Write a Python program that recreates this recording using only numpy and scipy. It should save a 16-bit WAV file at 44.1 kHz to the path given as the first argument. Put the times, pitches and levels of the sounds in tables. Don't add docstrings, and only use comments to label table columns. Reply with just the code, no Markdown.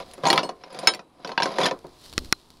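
import sys
import numpy as np
from scipy import signal
from scipy.fft import rfft, irfft, next_fast_len
from scipy.io import wavfile

SR = 44100
rng = np.random.default_rng(int(sys.argv[2]) if len(sys.argv) > 2 else 0)


def master(y):
    cut = np.clip(np.atleast_2d(y).T, -1, 1)
    pcm = np.round(cut * 32767)
    wavfile.write(sys.argv[1], SR, pcm.astype(np.int16))


N = 114660
T = np.arange(SR // 3) / SR
IRON_LOW_HZ = 553
BOAT_ATTACK_S = 0.00057

# f/Hz, level/dB
CRACK_TONE = [(300, -31), (1200, -3.5), (5000, -3.5), (8000, 0.5), (13000, -12.5), (16000, -6.5)]
# t/s, level/dB of each part (clack, boom, clunk, tinkle, crack), main pitch f/Hz
LINK_BLOWS = [(0.1357, -47.5, -51, -63.5, -53.5, -84, 10450), (0.179, -55, -41.5, -53.5, -66, -85, 1280),
              (0.2354, -39.5, -27, -26.5, -58, -73, 1230), (0.2414, -36, -31.5, -32, -65.5, -75, 1620),
              (0.2537, -27.5, -28.5, -23.5, -49.5, -76.0, 4380), (0.265, -26.5, -25, -18, -48.5, -74, 4160),
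              (0.271, -27, -43, -28.5, -41.5, -81.5, 6550), (0.2846, -30.5, -44, -21, -47.5, -80.5, 7160),
              (0.3021, -16, -22.5, -19.5, -36, -57.5, 4350), (0.3292, -20.5, -25, -19, -38, -51, 3320),
              (0.359, -32, -40, -28, -51.5, -85.0, 4270), (0.3775, -17, -29.5, -22, -52, -56.5, 1265),
              (0.39, -28.5, -31.5, -25, -59, -89.0, 1440), (0.431, -38, -30, -34.5, -54, -81.5, 2840),
              (0.449, -53, -36.5, -34, -59.5, -87.0, 5100), (0.491, -39.5, -32, -33, -58.5, -89.5, 4340),
              (0.637, -45, -46.5, -46.5, -76.5, -99, 5380), (0.727, -53.5, -49, -57, -60, -88.5, 10250),
              (0.746, -46, -41, -59.5, -61, -88, 4620), (0.789, -38.5, -45, -54.5, -45.5, -74, 4800),
              (0.833, -53.5, -35, -38, -62, -92.0, 4270), (0.8723, -14.5, -29, -21.5, -51.5, -43.5, 5305),
              (0.887, -25.5, -59, -36, -54.5, -81.5, 3850), (0.937, -34, -44, -48, -56, -69, 4510),
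              (0.947, -39.5, -44, -57, -49.5, -67, 5520), (0.993, -44, -44.5, -48, -74, -100.0, 1360),
              (1.195, -73.5, -50.5, -65, -81, -100, 1510), (1.247, -36.0, -36.5, -38.5, -65, -81.5, 1544),
              (1.2747, -40, -44, -56, -60, -94, 4500), (1.292, -40.5, -38.5, -36.5, -67, -88.0, 1540),
              (1.3181, -39, -44, -37, -68, -90.5, 4260), (1.377, -21, -31, -22, -61, -75, 1595),
              (1.4013, -29.5, -33, -24, -58.5, -76.0, 1600), (1.422, -24, -36, -31, -55, -71, 1598),
              (1.431, -24, -31.5, -27, -43, -83, 5420), (1.457, -29.5, -29, -28, -51, -94, 1540),
              (1.508, -65, -41.5, -37, -78, -90.0, 1750), (1.585, -28, -23.5, -27, -46, -86.5, 1860),
              (1.603, -32, -34, -25, -47, -85, 1530), (1.6139, -31.0, -37, -34, -53, -84, 3900),
              (1.633, -28, -30.5, -28.5, -46.5, -75.0, 3540), (1.6567, -25.5, -47, -33, -38, -73, 4140),
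              (1.663, -23.5, -30.5, -34, -44.5, -81.0, 1800), (1.685, -35.5, -41, -33, -66, -87, 3180),
              (1.7109, -34, -27, -30.0, -59.5, -86, 1786), (1.843, -61, -40, -49.5, -75, -94.0, 1280)]


def chain():
    out = np.zeros(N)
    for s, clack_db, boom_db, clunk_db, tinkle_db, crack_db, main_hz in LINK_BLOWS:
        contact_hz = 14000 * 2 ** ((tinkle_db - clack_db) / 25.5)
        iron = amp(clack_db - 1) * clack(main_hz, contact_hz) + amp(tinkle_db) * tinkle()
        crack = amp(crack_db + 12) * burst(CRACK_TONE, t60=0.0026)
        boards = amp(clunk_db - 1.5) * clunk()
        contact = cut(iron + crack + boards, IRON_LOW_HZ, "high", order=2)
        add(out, s, contact + amp(boom_db + 0.5) * boom())
    return out


# f/Hz, level/dB
CLACK_TONE = [(900, 5.5), (1500, 0.5), (2300, 6), (3300, 1), (4400, 1), (5500, -2), (6800, -11),
              (8200, -51.5), (12000, -39)]
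# f/Hz, level/dB
CRUNCH_TONE = [(600, -7.5), (1500, 11), (2600, 1), (4000, 5.5), (5400, -1.5), (6800, -4), (8500, -20),
               (13000, -41.5)]


def clack(main_hz, contact_hz):
    hz = rng.uniform(1100, 8500, size=70)
    t60 = 0.061 * np.exp(.25 * rng.standard_normal(len(hz)))
    db = 20 * np.log10(along(CLACK_TONE, hz))
    crowd = resonate(np.transpose([hz, db, t60]), scatter_db=3.5)
    main = hit(np.sin(2 * np.pi * main_hz * T) * fade(.035) * attack(.0002))
    snap = amp(-3) * burst(CRUNCH_TONE, t60=0.011)
    links = cut(crowd + snap, contact_hz, "low", order=6)
    return hit(links + main)


# f/Hz, level/dB
TINKLE_NOTES = [(7100, 12), (8200, 5.5), (9400, 7.5), (9950, 8.5), (10480, 6.5), (11400, 1), (13000, -9)]


def tinkle():
    hz, db = np.transpose(TINKLE_NOTES)
    detune, damping = rng.standard_normal((2, len(hz)))
    t60 = .052
    notes = np.transpose([hz * (1 + 0.022 * detune), db, t60 * np.exp(.3 * damping)])
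    crumbs = cut(crackle(len(T), spread_db=6), hz[0], "high")
    rough = hit(cut(crumbs, hz[-2], "low", order=10) * fade(t60))
    return hit((resonate(notes, scatter_db=3.5) + amp(-9) * rough) * attack(0.00097))


# f/Hz, level/dB, fade/s
BOARD_NOTES = [(787.3, -4.5, 0.11), (932, 7, 0.078), (986, 7.5, 0.072), (996, -7, 0.11),
               (1045.4, -2.5, 0.12), (1060, -11, 0.23), (1298, -12.5, 0.15)]


def clunk():
    return hit(resonate(BOARD_NOTES, scatter_db=5.5) * attack(BOAT_ATTACK_S))


# f/Hz, level/dB, fade/s
HULL_NOTES = [(152.6, -11.5, 0.19), (198, -7, 0.074), (276.5, -11, 0.25), (357.4, -9, 0.23),
              (402.6, -7.5, 0.17), (453.3, -16, 0.33), (534.4, 3, 0.096), (623.4, -5, 0.073),
              (685, -0.5, 0.044), (731.2, 0, 0.088)]
# f/Hz, level/dB
PLANK_TONE = [(60, -35.5), (110, -14), (170, -4), (300, 0.5), (550, 3), (800, -4.5), (1200, -7.5),
              (2200, -23), (5000, -55)]


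def boom():
    body = resonate(HULL_NOTES, scatter_db=6) + amp(-3) * burst(PLANK_TONE, t60=0.18)
    return hit(cut(body * attack(BOAT_ATTACK_S), 130, "high", order=3))


# f/Hz, level/dB, fade/s
SHACKLE_NOTES = [(1585, -7, 0.13), (2186, -6.5, 0.078), (3095, -11.5, 0.18), (3310, -10, 0.14),
                 (3854, -0.5, 0.13), (4280, -9, 0.13), (5250, 3, 0.091), (6470, -3.5, 0.055),
                 (6970, -8.5, .1), (9173, -13.5, 0.17), (9566, -21.5, .1), (3930, -28.5, 0.47)]
LINK_NOTES = [(2923, -0.5, 0.32), (4330, 2, 0.14), (5227, 3.5, 0.16), (6130, -11.5, 0.11),
              (8250, -9.5, 0.13), (9189, -18.5, 0.25), (10300, -21, .18), (12980, -26, .15)]
# t/s, level/dB, time until caught/s
SHACKLE_STRIKES = [(0.873, -15, 0.049)]
LINK_STRIKES = [(.303, -33.5, .028), (.433, -36.5, 0.075), (.446, -42.5, 0.04)]


def loose_irons():
    catch_db, catch_s = -6, .012
    out = np.zeros(N)
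    for notes, strikes in (SHACKLE_NOTES, SHACKLE_STRIKES), (LINK_NOTES, LINK_STRIKES):
        for s, db, free_s in strikes:
            choke = amp(catch_db * np.clip((T - free_s) / catch_s, 0, 1))
            add(out, s, amp(db) * choke * resonate(notes, scatter_db=1))
    return cut(out, IRON_LOW_HZ, "high", order=2)


# f/Hz, level/dB, fade/s
RING_NOTES = [(1170, -4, 0.019), (1417, -4, 0.017), (1955, 4, 0.0091), (2520, -2.5, 0.012),
              (3030, -6, 0.007), (4270, 2, 0.012), (4930, -3, 0.0042), (5460, 7.5, 0.0051),
              (6830, -1, 0.0054), (9430, 3.5, 0.0017), (11600, 1.5, 0.0014), (4100, -29.5, 0.11)]
THUD_NOTES = [(73, -36, 0.0249), (166, -3.5, 0.012), (320, -0.5, 0.011)]
# t/s, knock level/dB, thud level/dB, treble limit f/Hz
RING_KNOCKS = [(2.1794, -23, -28, 9000), (2.3257, -16, -27, 14000)]


def heavy_ring():
    out = np.zeros(N)
    for s, db, thud_db, contact_hz in RING_KNOCKS:
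        iron = cut(resonate(RING_NOTES, scatter_db=1), 990, "high", order=3)
        add(out, s, amp(db) * cut(iron, contact_hz, "low", order=2))
        crunch = cut(burst(CRUNCH_TONE, t60=.008), contact_hz / 3, "low", order=2)
        add(out, s + 0.00165, amp(db - 13) * crunch)
        add(out, s, amp(thud_db) * resonate(THUD_NOTES, scatter_db=11, signed=False))
    return out


# t/s, level/dB
DRAG_LEVELS = [(0, -36), (0.05, -56.5), (0.21, -56), (0.27, -29.5), (0.37, -34), (0.55, -65.5), (0.61, -60),
               (0.76, -43), (0.85, -39), (0.96, -46.5), (1.06, -78), (1.19, -62), (1.29, -47),
               (1.36, -55.5), (1.46, -36), (1.54, -40.5), (1.66, -24.5), (1.77, -65.5), (1.95, -62.5),
               (2.05, -83)]
# f/Hz, level/dB
HISS_TONE = [(3000, -25.5), (6500, -2.5), (8500, -11.5), (10200, 15.5), (11500, 6), (13000, -6),
             (16000, -33)]


def drag():
    slips_per_s, spread_db = 1100, 4
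    slips = (rng.random(N) < slips_per_s / SR) * rng.choice([-1, 1], N)
    slips = slips * amp(spread_db * rng.standard_normal(N))
    pitches = rng.uniform(1300, 5200, size=20)
    link = rng.integers(len(pitches), size=N)
    rasp = unit(sum(trigger(slips * (link == k), clack(hz, contact_hz=7890))
                    for k, hz in enumerate(pitches)))
    hiss = colour(trigger(slips, burst(CRACK_TONE, t60=.01)), HISS_TONE)
    rumble = unit(trigger(slips, boom() + amp(-7.5) * clunk()))
    return level(DRAG_LEVELS) * (amp(-4) * rasp + amp(-23) * hiss + amp(3) * rumble)


def squeak():
    start_s, length_s = 1.634, 0.017
    start_hz, rise_hz_per_s = 3380, 11000
    wobble = .05 * np.cumsum(rng.standard_normal(len(T)))
    phase = 2 * np.pi * (start_hz + rise_hz_per_s * T / 2) * T + wobble
    swell = np.sin(np.pi * np.minimum(T / length_s, 1))
    out = np.zeros(N)
    add(out, start_s, amp(-27) * hit(np.sin(phase) * swell))
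    return out


# t/s, level/dB
RUB_LEVELS = [(0, -61), (0.09, -56), (0.3, -64), (0.45, -68), (1.1, -77), (1.75, -62.5), (1.87, -64.5),
              (1.98, -57.5), (2.06, -48), (2.13, -55.5), (2.17, -52.5), (2.27, -52), (2.35, -58),
              (2.45, -62), (2.6, -61.5)]
# f/Hz, level/dB
GRIT_TONE = [(500, 3.5), (2200, -5), (4300, 7), (6500, -4.5), (10500, -7), (15000, -15.5)]


def rubbing():
    return level(RUB_LEVELS) * colour(crackle(N, spread_db=7.1), GRIT_TONE)


# t/s, level/dB
GRIT_TICKS = [(0.113, -36), (1.79, -41), (1.868, -41), (2.0612, -35), (2.0968, -35), (2.1278, -28.5),
              (2.1355, -29.5), (2.1881, -23.5), (2.247, -31.5), (2.257, -36), (2.5035, -36.5)]


def grit():
    out = np.zeros(N)
    for s, db in GRIT_TICKS:
        add(out, s, amp(db - 17.5) * burst(GRIT_TONE, t60=0.017))
    return out


# f/Hz, level/dB
AIR_TONE = [(30, -22), (100, -2), (300, 6), (600, -5.5), (1050, 1), (1600, -17.5), (2600, -16.5),
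            (4200, -21.5), (6000, -30), (10000, -22.5), (16000, -44)]
WIND_TONE = [(20, -5.5), (35, -9), (70, -8), (140, -17.5), (350, -20), (900, -37.5), (2500, -70)]
# t/s, level/dB
WIND_LEVELS = [(0, -53.5), (.2, -62), (1.1, -71.5), (1.85, -59), (2.05, -62), (2.22, -39), (2.4, -63),
               (2.6, -60)]


def outdoors():
    air = amp(-60) * colour(rng.standard_normal(N), AIR_TONE)
    wind = level(WIND_LEVELS) * colour(rng.standard_normal(N), WIND_TONE)
    return air + wind


def resonate(notes, scatter_db, signed=True):
    hz, db, t60 = np.transpose(notes)[:, :, None]
    gain = amp(db + scatter_db * rng.standard_normal(hz.shape))
    sign = rng.choice([-1, 1], hz.shape) if signed else 1
    return hit(np.sum(sign * gain * np.sin(2 * np.pi * hz * T) * fade(t60), axis=0))


def burst(tone, t60):
    return hit(colour(rng.standard_normal(len(T)), tone) * fade(t60))


def crackle(n, spread_db):
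    return rng.standard_normal(n) * amp(spread_db * rng.standard_normal(n))


def trigger(pulses, sound):
    return signal.fftconvolve(pulses, sound)[:N]


def add(track, s, sound):
    part = track[max(0, round(s * SR)):][:len(sound)]
    part += sound[:len(part)]


def attack(s):
    return 1 - np.exp(-T / s)


def fade(t60):
    return np.exp(-np.log(1000) * T / t60)


def amp(db):
    return 10 ** (np.asarray(db) / 20)


def unit(x):
    return x / np.sqrt(np.mean(x ** 2) + 1e-20)


def hit(x):
    return x / np.sqrt(np.mean(x[:SR // 50] ** 2) + 1e-20)


def level(points):
    return amp(np.interp(np.arange(N) / SR, *np.transpose(points)))


def along(tone, hz):
    f, db = np.transpose(tone)
    return amp(np.interp(np.log(hz + 1), np.log(f + 1), db))


def colour(x, tone):
    gain = along(tone, np.fft.rfftfreq(len(x), 1 / SR))
    return unit(irfft(rfft(x) * gain, len(x)))


def cut(x, hz, kind, order=4):
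    return signal.sosfilt(signal.butter(order, min(hz, SR / 2 - 1), kind, fs=SR, output="sos"), x)


def scene():
    handling = chain() + loose_irons() + squeak() + drag() + rubbing() + heavy_ring() + grit()
    return (handling + outdoors())[None]


def record(dry):
    ceiling, top_hz, rolloff_hz = .75, 16300, 700
    rounded = dry / (1 + np.abs(dry / ceiling) ** 6) ** (1 / 6)
    padded = next_fast_len(N + SR // 2)
    passband = np.clip((top_hz - np.fft.rfftfreq(padded, 1 / SR)) / rolloff_hz, 0, 1)
    return irfft(rfft(rounded, padded) * passband ** 2, padded)[:, :N]


dry = scene()
out = record(dry)
master(out)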